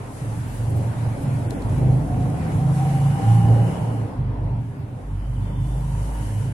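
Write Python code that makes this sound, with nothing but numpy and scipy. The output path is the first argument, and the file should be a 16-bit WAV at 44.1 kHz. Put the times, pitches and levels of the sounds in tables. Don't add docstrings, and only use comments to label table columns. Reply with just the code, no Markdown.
import sys
import numpy as np
from scipy import signal
from scipy.fft import rfft, irfft, next_fast_len
from scipy.io import wavfile
from scipy.ndimage import uniform_filter1d, map_coordinates

SR = 44100
rng = np.random.default_rng(int(sys.argv[2]) if len(sys.argv) > 2 else 0)


def elevation(decibels):
    levels = np.asarray(decibels, float)
    return 10 ** (levels / 20)


def to_wav(sig):
    pcm = np.clip(np.atleast_2d(sig), -1, 1) * 32767
    pcm = np.round(pcm).astype(np.int16)
    wavfile.write(sys.argv[1], SR, pcm.T)


N = 287973

# start_s, pulse_rate_hz
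PULSE_RATE = [(0.0, 22.46), (0.2, 22.16), (0.65, 22.9), (1.17, 22.89), (1.55, 24.35), (1.85, 25.44),
              (2.25, 26.0), (2.5, 26.84), (2.95, 27.51), (3.43, 28.45), (3.82, 29.0), (4.04, 27.84),
              (4.08, 24.65), (4.43, 24.61), (4.65, 23.15), (5.1, 24.05), (6.12, 25.91), (6.53, 26.32)]
# start_s, street_flow_db, hiss_db
STREET_FLOW = [(0.0, -43, -57.5), (0.2, -44.5, -53), (0.65, -41.5, -53.5), (1.73, -37.5, -55),
               (2.07, -38.5, -58), (2.35, -35.5, -55), (2.71, -36.5, -52), (2.9, -33.5, -49),
               (3.58, -35, -52.5), (3.76, -34.5, -52.5), (3.95, -38.5, -56), (4.29, -42, -71),
               (4.53, -43, -70), (4.67, -50.5, -66), (5.22, -50, -65), (5.87, -46.5, -54.5),
               (6.24, -44.5, -50), (6.53, -47.5, -55.5)]
MEAN_FLOW_DB, MEAN_HISS_DB = -41, -57


def unit(x):
    return x / np.sqrt(np.mean(x ** 2) + 1e-20)


def along(points, hz):
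    f, v = np.transpose(points)
    return np.interp(np.log(hz + 1), np.log(f + 1), v)


def curves(rows):
    s, *cols = np.transpose(rows)
    return [np.interp(np.arange(N) / SR, s, c) for c in cols]


def wobble(rate_hz):
    t = np.arange(0, N + 128, step=128)
    knots = rng.standard_normal(400)
    return np.interp(np.arange(N), t, map_coordinates(knots, [t * rate_hz / SR], mode="wrap"))


def swell(start_s, length_s):
    out = np.zeros(N)
    live = np.arange(round(start_s * SR), min(N, round((start_s + length_s) * SR)))
    out[live] = np.abs(np.sin(np.pi * (live / SR - start_s) / length_s))
    return out


def filtered(x, response):
    m = next_fast_len(N + SR // 2)
    x = np.pad(x, ((0, 0), (4096, 4096)), mode="reflect")
    return irfft(rfft(x, m) * response(np.fft.rfftfreq(m, 1 / SR)), m)[:, 4096:][:, :N]


def rush(spectrum, patchy_db, lead_s=0):
    # pitch_hz, left_right_likeness (0-1)
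    alike = [(60, .997), (130, .98), (290, .7), (640, .4), (1400, .22), (3100, .15), (6800, 0)]
    z = signal.stft(rng.standard_normal((2, N + 512)), nperseg=512)[2]
    field = uniform_filter1d(rng.standard_normal(z.shape[1:]), size=6, axis=0)
    field = uniform_filter1d(field, size=12, axis=1)
    pair = signal.istft(z * elevation(patchy_db * unit(field)), nperseg=512)[1][:, :N]

    def mid_side(hz):
        turn = np.arccos(np.clip(along(alike, hz), -1, .999)) / 2
        return elevation(along(spectrum, hz)) * [np.cos(turn), np.sin(turn)]

    mid, side = filtered(pair, mid_side)
    early = np.pad(mid + side, (0, 64), mode="reflect")[round(lead_s * SR):][:N]
    return np.array([early, mid - side]) / np.std(mid)


def tone(phase, db, wander, spread):
    drift = wander * wobble(6) + spread * np.array([[1], [-1]]) * (1 + 0.17 * wobble(3.09))
    return np.sqrt(2) * elevation(db) * np.sin(phase + drift + rng.uniform(0, 2 * np.pi))


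def throbs(*overtones_hz):
    # start_s, length_s, peak_db, resonance_hz
    throb_events = [(0.209, 0.31, -30, 111.5), (0.585, 0.34, -22.5, 116), (0.962, 0.18, -24.5, 112),
                    (1.203, .2, -23, 123), (1.411, 0.13, -27.5, 118), (1.635, 0.08, -27, 102),
                    (1.7, 0.33, -19, 132.3), (1.708, 0.37, -28, 150), (2.087, 0.26, -21.5, 120),
                    (2.15, 1, -27.5, 155), (2.494, 0.13, -19.5, 114), (2.59, 0.52, -19, 141),
                    (3.04, 0.18, -19.5, 127), (3.233, 0.46, -16, 112.5), (3.305, 0.23, -25, 172.6),
                    (3.574, .25, -27, 166), (3.779, 0.29, -23, 109), (4.178, 0.17, -23.5, 108),
                    (4.37, 0.12, -22.5, 107), (4.506, 0.12, -22, 116.6), (4.623, 0.098, -30, 107.6),
                    (4.8, 0.059, -27, 106.6), (5.09, 0.13, -30.5, 97), (5.258, 0.84, -30, 128),
                    (5.373, .12, -28.5, 98), (5.551, 0.081, -29, 100), (5.757, 0.31, -33, 155),
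                    (5.915, 0.14, -27, 104), (6.195, 0.77, -28, 105.2), (6.343, .3, -30, 133.9)]
    half_width_hz, flat = 13.2, 0.31
    at = np.arange(0, N + 128, step=128)
    s, length, db, centre_hz = np.transpose(throb_events)[:, :, None]
    arch = np.abs(np.sin(np.pi * np.clip((at / SR - s) / length, 0, 1)))
    power = (elevation(db) * arch ** flat) ** 2
    shares = []
    for hz in overtones_hz:
        off = (hz[np.minimum(at, N - 1)] - centre_hz) / half_width_hz
        shares.append(1 / (1 + off ** 2) ** 2)
    return [np.interp(np.arange(N), at, np.sqrt(np.sum(power * share, axis=0))) for share in (*shares, 1)]


def engine():
    # start_s, length_s, peak_db
    low_swells = [(.17, 0.26, -48), (0.457, 0.23, -37), (.98, 0.57, -46), (1.45, 0.84, -32),
                  (2.506, 0.19, -41), (2.9, 0.22, -37), (3.3, 0.8, -50), (4.15, 0.45, -30.5),
                  (5.029, .8, -29.5), (5.51, 0.83, -26), (6.22, 0.39, -37)]
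    # multiple, level_db (below the mean of the strong ones)
    weak = [(3, -18), (7, -23), (8, -25)]
    between_db, flutter_db = -44, 2
    hz, = curves(PULSE_RATE)
    phase = 2 * np.pi * np.cumsum(hz) / SR
    low = np.sqrt(sum((elevation(db) * swell(s, length) ** 0.37) ** 2 for s, length, db in low_swells))
    out = (low + elevation(-49)) * tone(2 * phase, 1.3 * wobble(9.2), wander=0.11, spread=0.05)
    *sizes, whole = throbs(*(k * hz for k in range(4, 7)))
    for k, size in zip(range(4, 7), sizes):
        size = size * elevation(flutter_db * wobble(14)) + elevation(between_db + 3.7 * wobble(13))
        out += size * tone(k * phase, 0, wander=0.065, spread=0.051)
    slow_db = uniform_filter1d(10 * np.log10(whole ** 2 + elevation(between_db) ** 2), size=SR // 3) - 3
    for k, db in weak:
        out += tone(round(k) * phase, slow_db + db + 5 * wobble(8), wander=1.83, spread=0.2)
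    return out


def room():
    # pitch_hz, density_db (per Hz)
    boom_modes = [(18, -43), (30, -26), (108, -4), (137, -3.5), (200, -17.5), (260, -36), (440, -120)]
    drone_modes = [(110, -15), (185, -1.5), (221, -3.5), (280, -1), (340, -16), (440, -36), (750, -120)]
    # start_s, level_db
    idling = [
        (0, -44),
        (1.3, -34.5),
        (2.3, -31.5),
        (3.0, -39),
        (3.25, -32.5),
        (4.12, -37.5),
        (5.15, -46),
        (5.42, -41),
        (6.53, -44),
    ]
    flow_db = curves(STREET_FLOW)[0] - MEAN_FLOW_DB
    boom = elevation(-11.5) * throbs()[0] + elevation(-35 + 0.52 * flow_db + 2.5 * wobble(9))
    drone = elevation(1.5 + curves(idling)[0] + 0.8 * wobble(6.6))
    return boom * rush(boom_modes, patchy_db=2.1) + drone * rush(drone_modes, patchy_db=-1.0)


def air():
    # pitch_hz, density_db (per Hz)
    street_spectrum = [(190, -14), (330, -2.5), (355, -4.5), (526, -3.5), (595, -4.5), (800, -7.5),
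                       (1040, -27.5), (1760, -120)]
    tyre_spectrum = [(460, -61), (780, 2.5), (808, -4), (858, 0.5), (922, 1.5), (1240, -8), (1500, -16.5),
                     (2100, -120)]
    traffic_spectrum = [(820, -25), (1400, 0), (1920, -3), (2600, -8), (3670, -14.5), (5000, -18),
                        (6500, -28.5), (11000, -120)]
    hiss_spectrum = [(2400, -10.5), (4000, -8), (6400, -4.5), (10500, -1), (11600, -5), (12100, -15),
                     (12500, -30), (15500, -21)]
    flow_db, hiss_db = curves(STREET_FLOW)
    more_flow_db, more_hiss_db = flow_db - MEAN_FLOW_DB, hiss_db - MEAN_HISS_DB
    tyres_db = -46 + 0.56 * more_flow_db
    traffic_db = -51.5 + 0.37 * more_flow_db + 0.28 * more_hiss_db
    street = elevation(flow_db + 0.5 + 2.34 * wobble(8)) * rush(street_spectrum, patchy_db=1.38)
    tyres = elevation(tyres_db + 1.4 * wobble(7.7)) * rush(tyre_spectrum, patchy_db=1.5, lead_s=0.00021)
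    traffic = elevation(traffic_db + 0.86 * wobble(9)) * rush(traffic_spectrum, patchy_db=1.22, lead_s=0.00034)
    hiss = elevation(hiss_db + 0.14 + 0.9 * wobble(13)) * rush(hiss_spectrum, patchy_db=0.43)
    return street + tyres + traffic + hiss


def mains():
    # pitch_hz, level_db (rms)
    hum = [
        (200, -50),
        (300, -45),
        (400, -52.5),
    ]
    t = np.arange(N) / SR
    return sum(tone(2 * np.pi * hz * t, db - 6.0 + 3 * wobble(5), wander=2.46, spread=0.12) for hz, db in hum)


def cage():
    # start_s, peak_db, left_minus_right_db, ring_hz
    ticks = [
        (1.507, -26, 14, 4160),
        (1.6213, -30, 8, 4336),
        (1.696, -35, 4, 7460),
        (1.7814, -31, 4, 13500),
        (2.3017, -32, 4, 9430),
        (3.9444, -53, -3, 4180),
    ]
    # start_s, length_s, level_db
    brushes = [
        (.1, .08, -62),
        (0.422, 0.22, -56),
        (0.683, 0.041, -52),
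        (.755, 0.035, -51),
        (1.2, 0.055, -53.5),
        (6.123, 0.051, -56),
    ]
    out, t = np.zeros((2, N + SR)), np.arange(SR // 20) / SR
    late = np.maximum(t - .002, 0)
    for s, db, pan_db, hz in ticks:
        crack = .5 * elevation(-60 * t / .009) * rng.standard_normal((2, len(t)))
        ring = .3 * elevation(-60 * late / .012) * np.sin(2 * np.pi * hz * late)
        out[:, round(s * SR):][:, :len(t)] += (crack + ring) * elevation(db + pan_db * np.array([[.5], [-.5]]))
    stroke = sum(elevation(db) * swell(s, length) for s, length, db in brushes)
    fur = stroke * rush([(5000, -39), (8000, -1), (11000, 0), (15000, -8)], patchy_db=3.5)
    wire_colour = lambda hz: hz ** 2 / (hz ** 2 + 1100 ** 2) / (1 + (hz / 11800) ** 6)
    return filtered(out[:, :N], wire_colour) + fur


def whine():
    # start_s, level_db
    whine_level = [
        (1.9, -53),
        (2.12, -29.5),
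        (2.36, -37),
        (2.65, -38.5),
        (2.75, -31.5),
        (3.1, -33.5),
        (3.31, -25),
        (3.54, -29.5),
        (3.75, -30),
    ]
    db, = curves(whine_level)
    hz = np.minimum(28.1 * uniform_filter1d(curves(PULSE_RATE)[0], size=SR // 2), 794)
    start_s, end_s = whine_level[0][0], whine_level[-1][0]
    phase = 2 * np.pi * np.cumsum(hz) / SR
    pair = 0
    for ratio in (.986, 1.014):
        smeared = phase * ratio + 1.18 * wobble(45)
        pair = pair + tone(smeared, db - 6.5 + 4 * wobble(17), wander=0.64, spread=0.32)
    return np.sqrt(swell(start_s, end_s - start_s)) * pair


def squeals():
    # start_s, length_s, pitch_hz, width_hz, level_db
    squeal_events = [
        (2.74, 1.3, 2920, 120.1, -52.5),
        (5.045, 0.98, 3044, 120.3, -62),
        (5.4, 0.47, 3510, 90, -61),
        (4.36, 0.26, 914, 55, -45.5),
        (5.4, 1.24, 935, 50, -47),
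        (5.9, 0.85, 2979, 119.9, -58),
    ]
    m = next_fast_len(N)
    noise, f = rfft(rng.standard_normal((2, m))), np.fft.rfftfreq(m, 1 / SR)
    out = np.zeros((2, N))
    for s, length, hz, wide, db in squeal_events:
        band = irfft(noise * np.exp(-.5 * ((f - hz) / wide) ** 2), m)[:, :N]
        out += elevation(db) * np.sqrt(swell(s, length)) * unit(band)
    return out


def scene():
    return engine() + room() + air() + mains() + cage() + whine() + squeals()


def thinned(x):
    # pitch_hz, least_size (re neighbours), share of empty patches (0-1)
    gaps = np.array([(2600, 0, 0), (3400, .72, 0), (4800, .95, 0), (6500, .8, 0), (12250, .5, 0),
                     (12500, .6, .68), (14000, .6, .74), (15500, .6, .88)])
    padded = np.pad(x, ((0, 0), (0, 4096)), mode="reflect")
    hz, _, z = signal.stft(padded, SR, nperseg=2048, boundary="even")
    least, share = (along(gaps[:, [0, k]], hz)[:, None] for k in (1, 2))
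    size = uniform_filter1d(uniform_filter1d(np.abs(z).mean(axis=0), size=4, axis=0), size=2, axis=1)
    around = uniform_filter1d(uniform_filter1d(size, size=60, axis=0), size=5, axis=1)
    luck = rng.random((len(hz) // 20 + 1, z.shape[2] // 2 + 1)).repeat(20, axis=0).repeat(2, axis=1)
    top = size[hz > 12500].mean(axis=0)
    patch = luck[:len(hz), :z.shape[2]] > share * np.clip(1.6 * np.median(top) / top, 0, 1)
    kept = (size > least * around) & patch
    return signal.istft(z * np.maximum(kept, .02), SR, nperseg=2048)[1][:, :N]


def band_limit(x):
    return signal.sosfilt(signal.butter(12, 15710, fs=SR, output="sos"), x)


def record(dry):
    # pitch_hz, density_db (per Hz)
    self_noise = [(8000, -43), (12000, -14), (13500, 2), (15500, -3), (17000, -63)]
    # pitch_hz, left_minus_right_db
    lean = [(60, -0.5), (110, -2), (330, 2), (700, -1), (1290, 1.5), (2380, 0.2), (8120, 0.5), (15000, 6.5)]
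    noisy = dry + elevation(-75.0) * rush(self_noise, patchy_db=5.5)
    ports = filtered(noisy, lambda hz: elevation(along(lean, hz) * np.array([[.5], [-.5]])))
    closing = np.sin(np.pi / 2 * np.clip(np.arange(N)[::-1] / 250, 0, 1)) ** 2
    return band_limit(thinned(ports) * closing)


dry = scene()
out = record(dry)
to_wav(out)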